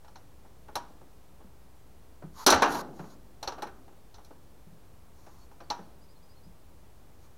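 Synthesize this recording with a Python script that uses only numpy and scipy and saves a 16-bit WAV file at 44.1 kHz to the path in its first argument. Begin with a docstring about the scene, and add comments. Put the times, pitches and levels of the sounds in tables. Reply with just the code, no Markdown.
"""Hand crank on an old crawler tractor in a forest clearing: fitted, swung once, no firing. The crank clinks
while held free, then clashes and rattles in its dog; bar, bracket and frame ring on. Also dull soft scuffs,
thuds of sheet steel and swells of thin hiss, with a groan at the clash. Behind it: quiet outdoor air, a faint
hum and a small, distant bird."""
import sys
import numpy as np
from scipy import signal
from scipy.io import wavfile

SR = 44100
rng = np.random.default_rng(int(sys.argv[2]) if len(sys.argv) > 2 else 0)


def store_pcm(level_fs):
    """Save levels as 16-bit WAV."""
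    pcm = np.round(np.clip(level_fs, -1, 1) * 32767).astype(np.int16)
    wavfile.write(sys.argv[1], SR, np.atleast_2d(pcm).T)


N = 325017

# outdoor air: (frequency [Hz], relative density [dB])
AIR_SPECTRUM = [(20, -15), (40, -7), (62, -7), (85, -9), (125, -13.5), (160, -14.5), (250, -19),
                (420, -20.5), (950, -25.5), (1600, -33.5), (2600, -37), (6000, -40), (15000, -42)]
# bird notes: (length [s], start pitch [Hz], turning pitch [Hz], level [dB])
WHISTLE, UP, LOW = (.08, 4607, 4494, -70), (.048, 4545.5, 5080, -67.5), (.055, 4230.5, 4169, -69)
# three slow whistles, then a quick run: (onset [beats], note)
SONG = [(0, WHISTLE), (3, WHISTLE), (6, WHISTLE), *enumerate([UP, UP, LOW] * 2 + [UP], 9)]
# swells of high, thin hiss: (start [s], length [s], gain [dB])
HISS_SWELLS = [(2.308, 0.148, -51.5), (2.623, 0.2033, -47.5), (2.885, 0.27, -65), (5.097, 0.375, -69.5),
               (7.15, 0.13, -69.5)]
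# bands of the thin hiss: (frequency [Hz], width [Hz], gain [dB])
HISS_BANDS = [(4330, 650, -12.5), (5740, 1200, -7.5), (6690, 800, -7.5), (10000, 700, -15.5),
              (12400, 1300, -13.5)]
# broader hiss in the strong swells: (frequency [Hz], relative density [dB])
HISS_SPECTRUM = [(2500, -13.5), (4300, 6.5), (6300, -15), (8200, -16), (10200, -7), (12700, -5.5),
                 (14000, -16), (16000, -17)]
# soft knocks on sheet steel: (time [s], drive [dB], pitch [Hz])
PANEL_KNOCKS = [(1.441, -50, 190), (2.236, -37.5, 156.6), (2.467, -24.5, 265.3), (2.472, -18, 374.6),
                (2.531, -30, 74.5), (2.996, -37.5, 157), (4.664, -49, 162), (4.72, -51.5, 165),
                (5.793, -44.5, 174.6), (6.464, -48.5, 173.4)]
# clearest frame modes: (frequency [Hz], relative level [dB])
FRAME_MODES = [(215.3, -60), (262, -54.5), (296.1, -53.5), (371.4, -53.5), (425.3, -51.5), (559.9, -54.5),
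               (791.3, -53.5), (834.4, -49), (918, -56.5), (1036, -56.5), (1167, -53), (1308, -55.5),
               (1410, -60), (1513, -54), (1642, -58), (1825, -59), (2358, -62.5), (2724, -64),
               (3133, -63.5), (3813, -58.5), (4097, -59.5), (5594, -57.5), (5812, -56), (5945, -54.5)]
# dense steel modes: (frequency [Hz], relative density [dB])
STEEL_SPECTRUM = [(59, -38.5), (100, -26.5), (322, 5.5), (583, -1.5), (836, -3.5), (1330, -2.5),
                  (2000, -12), (3250, -9.5), (4110, -6.5), (4670, -14), (5900, -8.5), (7770, -21.5),
                  (12100, -17.5), (13800, -34), (16000, -25.5)]
# their decay: (frequency [Hz], clash T60 [s], after-ring T60 [s], after-ring gain [dB])
STEEL_DECAY = [(150, 0.06, 1.7, 0), (367, 0.13, 1.1, -17.5), (858, 0.12, 0.68, -22),
               (1544, 0.083, 0.42, -12), (2580, 0.1, 0.37, -15), (4830, 0.12, 0.63, -23.5),
               (12000, 0.072, .2, -25.5)]
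# bracket resonances: (frequency [Hz], width [Hz], gain [dB])
BRACKET_BANDS = [(778, 336, 6.5), (1375, 240, -12), (4144, 430, -1.5), (5640, 590, 1.5)]
# crank bar modes: (frequency [Hz], relative level [dB], T60 [s])
BAR_MODES = [(844, -2.5, 0.067), (954, -13, .22), (4060, -5, 0.03), (4280, -4, 0.021), (5330, -15, 0.053),
             (5700, -13.5, .04), (8140, -26, 0.048), (8070, -28, 0.087), (10415, -21.5, 0.047),
             (10400, -26, 0.053), (11820, -22, 0.098)]
# bright steel clinks and clashes, and dull soft scuffs:
# (time [s], drive [dB], relative clink [dB], relative sizzle [dB])
KNOCKS = [(0.047, -44.5, -16, -29), (0.081, -43.5, -13.5, -27), (0.158, -39, -8.5, -33),
          (0.45, -45.5, -27.5, -28), (0.685, -37, -24, -34), (0.756, -22.5, -8, -15.5),
          (1.014, -46.5, -42, -26), (1.404, -45.5, -45, -30), (2.224, -38, -42, -42), (2.465, -10, 3.5, -7),
          (2.481, -10.5, -13, -31), (2.503, -15.5, 2, -6), (2.523, -7, -10.5, -30), (2.622, -7, -14, -27),
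          (2.722, -34.5, -3, -5), (2.747, -22.5, -16, -24), (2.993, -32.5, -23.5, -33),
          (3.102, -51.5, -2.5, -16), (3.429, -28.5, -5.5, -17.5), (3.476, -23.5, -7.5, -26),
          (3.582, -33, -20.5, -35), (3.623, -25, -14.5, -22.5), (3.88, -45, -24, -32),
          (4.144, -44.5, -1.5, -22.5), (4.183, -42.5, -19, -30), (4.248, -55.5, 4, -2),
          (4.308, -42, -38.5, -35), (5.264, -39.5, -22, -27), (5.515, -45, -20.5, -26),
          (5.604, -35.5, -19, -36), (5.703, -23, -6, -32), (5.749, -46, -9, -33), (5.792, -39, -36, -36)]

CUTOFF_HZ = 15900
IN_DOG_S = (2.4, 4.0)


def from_db(db):
    return 10 ** (np.asarray(db) / 20)


def unit_rms(x):
    return x / np.sqrt(np.mean(x ** 2) + 1e-20)


def blend(a, b, share):
    return a * (1 - share) + b * share


def at_hz(rows, hz):
    """Table columns interpolated over log frequency."""
    table_hz, *columns = np.transpose(rows)
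    return [np.interp(np.log(hz), np.log(table_hz), c) for c in columns]


def clicks(times_s, sizes):
    """Single-sample impulses."""
    out = np.full(N, 1e-18)
    np.add.at(out, (np.asarray(times_s) * SR).astype(int), sizes)
    return out


def ring(force, hz, t60_s):
    """One mode: a unit impulse gives a decaying unit sine."""
    r, w = np.exp(-np.log(1000) / (t60_s * SR)), 2 * np.pi * hz / SR
    return signal.lfilter([0, np.sin(w)], [1, -2 * r * np.cos(w), r * r], force)


def leak(energy, t60_s):
    """Stored energy, decaying exponentially."""
    return signal.lfilter([1], [1, -np.exp(-2 * np.log(1000) / (t60_s * SR))], energy)


def bandpass(x, low_hz, high_hz):
    return signal.sosfilt(signal.butter(2, [low_hz, high_hz], "band", fs=SR, output="sos"), x)


def noise_bands(low_hz, count):
    """Yields (centre [Hz], noise band) up to the cutoff; equal power per Hz."""
    edges_hz, white = np.geomspace(low_hz, CUTOFF_HZ, count + 1), rng.standard_normal((2, N))
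    for k, (low, high) in enumerate(zip(edges_hz, edges_hz[1:])):
        yield np.sqrt(low * high), bandpass(white[k % 2], low, high)


def coloured_noise(spectrum, low_hz, count):
    """Steady shaped noise; RMS 1."""
    bands = noise_bands(low_hz, count)
    return unit_rms(sum(band * from_db(at_hz(spectrum, hz)[0]) for hz, band in bands))


def resonant_noise(hz, width_hz):
    """Noise in one steep resonance; RMS 1."""
    peak = signal.iirpeak(hz, hz / width_hz, fs=SR)
    return unit_rms(signal.lfilter(*peak, signal.lfilter(*peak, rng.standard_normal(N))))


def air(rms_db=-57):
    """Steady outdoor noise, mostly bass."""
    return from_db(rms_db) * coloured_noise(AIR_SPECTRUM, low_hz=18, count=36)


def hum(hz=61, rms_db=-66, waver=0.059, waver_rate_hz=14):
    """Far hum, wavering in pitch."""
    knots_s = np.arange(0, N / SR + 1, 1 / waver_rate_hz)
    drift = np.interp(np.arange(N) / SR, knots_s, rng.standard_normal(len(knots_s)))
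    pitch_hz = hz * (1 + waver * drift)
    return from_db(rms_db) * unit_rms(np.sin(2 * np.pi * np.cumsum(pitch_hz) / SR))


def bird(onset_s=5.385, beat_s=.069, scatter_hz=70, scatter_db=1.5, echo_db=-10):
    """Thin whistles that glide and hook back, blurred by echoes off the trees."""
    notes = np.array([(onset_s + beat * beat_s, *note) for beat, note in SONG])
    notes += rng.standard_normal(notes.shape) * [0, 0, scatter_hz, scatter_hz, scatter_db]
    direct = np.zeros(N)
    for time_s, length_s, start_hz, turn_hz, db in notes:
        n, at = int(length_s * SR), int(time_s * SR)
        pitch_hz = blend(start_hz, turn_hz, np.sin(np.linspace(0, 2 * np.pi / 3, n)) ** 2)
        direct[at:at + n] += from_db(db) * np.hanning(n) * np.sin(2 * np.pi * np.cumsum(pitch_hz) / SR)
    echoes = sum(np.roll(direct, int(lag_s * SR)) for lag_s in rng.uniform(.002, .025, size=4))
    return direct + from_db(echo_db) * echoes


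def hiss_swells(attack_s=.086, release_s=.012, broad_db=-2, groan_db=6):
    """Swells of high, thin hiss; strongest around the clash, where a 1 kHz groan joins."""
    t, swell = np.arange(N) / SR, 0
    for start_s, length_s, db in HISS_SWELLS:
        rise = np.clip((t - start_s) / attack_s, 0, 1)
        fall = np.clip((start_s + length_s - t) / release_s, 0, 1)
        swell += from_db(db) * (rise * fall) ** 2
    thin = sum(from_db(db) * resonant_noise(hz, width_hz) for hz, width_hz, db in HISS_BANDS)
    broad = from_db(broad_db) * coloured_noise(HISS_SPECTRUM, low_hz=2500, count=14)
    groan = from_db(groan_db) * resonant_noise(hz=1020, width_hz=500)
    strength = (swell / swell.max()) ** .3
    return swell * (thin + strength * (broad + groan))


def thuds(t60_s=.2743, upper_db=-6, overtone_db=-5):
    """Sheet steel: two low modes, one brief overtone. Soft contact: no treble; open sheet: no sub-bass."""
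    out = 0
    for time_s, db, hz in PANEL_KNOCKS:
        push = clicks([time_s], from_db(db))
        out += ring(push, hz, t60_s) - from_db(upper_db) * ring(push, 1.23 * hz, t60_s)
        out += from_db(overtone_db) * ring(push, 1.9 * hz, t60_s=.052)
    return bandpass(out, low_hz=70, high_hz=500)


def in_dog(time_s):
    """True while the crank is pushed home."""
    return (time_s > IN_DOG_S[0]) & (time_s < IN_DOG_S[1])


def heaviness(level_db):
    """0: a light tap. 1: a blow that shakes the frame."""
    return np.interp(level_db, [-24, -13], [0, 1])


def blows(seat_s=.008, seat_treble_db=-10.5, bounce_treble_db=-6.5):
    """Each knock strikes, seats and, with the crank in its dog, bounces once. Columns as KNOCKS."""
    strikes = np.transpose(KNOCKS)
    time_s, level_db, clink_db, sizzle_db = strikes
    seat_db = np.interp(level_db, [-40, -27], [-8, -1.5])   # firm knocks seat harder
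    seats = [time_s + seat_s, level_db + seat_db, clink_db + seat_treble_db, sizzle_db + seat_treble_db]
    heavy = heaviness(level_db)
    flight_s, bounce_db = blend(.047, .037, heavy), blend(-6.5, -9.5, heavy)
    bounces = np.array([time_s + flight_s, level_db + bounce_db,
                        clink_db + bounce_treble_db, sizzle_db + bounce_treble_db])
    return np.hstack([strikes, seats, bounces[:, in_dog(time_s)]])


def contacts(hard_s=.006, soft_s=.01, lead_s=.0012, count=6):
    """Chatter within each blow: tight for a bright or heavy hit, drawn out for a dull scuff."""
    time_s, level_db, clink_db, _ = blows()
    tap_s = np.interp(clink_db, [-28, -10], [soft_s, hard_s])
    length_s = blend(tap_s, hard_s, heaviness(level_db))
    touch = np.arange(count)
    step = touch + rng.uniform(-.33, .5, (len(time_s), count)) * (touch > 0)
    touches_s = time_s[:, None] - lead_s + length_s[:, None] * step / count
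    force = (touch + .5) * np.exp(-touch / 1.46)   # graze, main touch, weaker ones
    return touches_s, force / np.linalg.norm(force)


def drive_db(hz, clink_ref_db=-7, sizzle_ref_db=-20):
    """Each blow's drive at one frequency: soft ones boom, heavy ones clang, edges clink and sizzle."""
    time_s, level_db, clink_db, sizzle_db = blows()
    heavy = heaviness(level_db)
    softness = np.interp(clink_db, [-30, -18], [1, 0]) * (1 - heavy)
    boom_db = blend(np.where(in_dog(time_s), -5.5, -7.5), 5.5, softness)
    clang_db = 2.7 * heavy
    treble_db, top_db = clink_db - clink_ref_db, sizzle_db - sizzle_ref_db
    colour = [(400, *boom_db), (720, *np.zeros_like(level_db)), (1500, *clang_db),
              (2900, *(clang_db + .25 * treble_db)), (3900, *treble_db), (6300, *treble_db),
              (9000, *top_db)]
    return level_db + at_hz(colour, hz)


def struck(touches_s, force, modes, gain_db, scatter_db=3):
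    """Each blow lands elsewhere, so meets each mode with its own strength and sign."""
    out, chance = 0, rng.uniform(-.88, 1, (len(touches_s), len(modes), 2))
    for k, (hz, db, t60_s) in enumerate(modes):
        height = from_db(drive_db(hz) + db + gain_db + scatter_db * chance[:, k, 0])
        sign = np.sign(chance[:, k, 1])
        touch_sum = np.abs((force * np.exp(2j * np.pi * hz * touches_s)).sum(axis=1))
        sizes = sign * height / np.maximum(touch_sum, .8)   # offsets interference between touches
        out += ring(clicks(touches_s, sizes[:, None] * force), hz, t60_s)
    return out


def frame(touches_s, force, t60_at_1khz_s=.39, tap_db=22.5, heavy_db=25.5):
    """The frame rings on; high modes die first."""
    modes = [(hz, db, t60_at_1khz_s * (hz / 1000) ** -.44) for hz, db in FRAME_MODES]
    return struck(touches_s, force, modes, blend(tap_db, heavy_db, heaviness(blows()[1])))


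def clash(touches_s, force, crack_t60_s=.015):
    """Dense steel modes as noise bands: crack, short clash, weak after-ring."""
    heavy, out = heaviness(blows()[1])[:, None], 0
    crack_db, clash_db, shake_db = blend(1, -1, heavy), blend(-2.5, -.5, heavy), blend(-.5, 2.5, heavy)
    for hz, band in noise_bands(low_hz=67.7, count=36):
        clash_t60_s, after_t60_s, after_db = at_hz(STEEL_DECAY, hz)
        push = force * from_db(drive_db(hz) + at_hz(STEEL_SPECTRUM, hz)[0])[:, None]
        stages = [(crack_db, crack_t60_s), (clash_db, clash_t60_s), (shake_db + after_db, after_t60_s)]
        power = sum(leak(clicks(touches_s, (push * from_db(db)) ** 2), t60_s) for db, t60_s in stages)
        out += band * np.sqrt(power)
    return out


def bracket(x):
    """The crank's bracket lifts a few broad bands."""
    return x + sum(from_db(db) * signal.lfilter(*signal.iirpeak(hz, hz / width_hz, fs=SR), x)
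                   for hz, width_hz, db in BRACKET_BANDS)


def crank(touches_s, force, brush_db=-10, tap_db=-3, gripped_db=-15, free_db=1):
    """The bar: barely woken by a brush, rung by a tap (more out of the dog), muted under load."""
    time_s, level_db, _, _ = blows()
    ring_db = np.interp(level_db, [-34, -23.5, -21, -16.5], [brush_db, tap_db, tap_db, gripped_db])
    firmness = np.interp(level_db, [-38, -28], [0, 1])
    return struck(touches_s, force, BAR_MODES, ring_db + free_db * firmness * ~in_dog(time_s))


def scene():
    """Tractor in open air; mono."""
    touches_s, force = contacts()
    knocks = bracket(clash(touches_s, force)) + frame(touches_s, force) + crank(touches_s, force)
    foreground = knocks + thuds() + hiss_swells()
    outdoors = air() + bird() + hum()
    return (foreground + outdoors)[None]


def record(dry):
    """Soft clip, small DC offset, steep low-pass."""
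    lowpass = signal.ellip(10, .1, 80, CUTOFF_HZ, fs=SR, output="sos")
    return signal.sosfilt(lowpass, np.tanh(dry) - .0033)


dry = scene()
out = record(dry)
store_pcm(out)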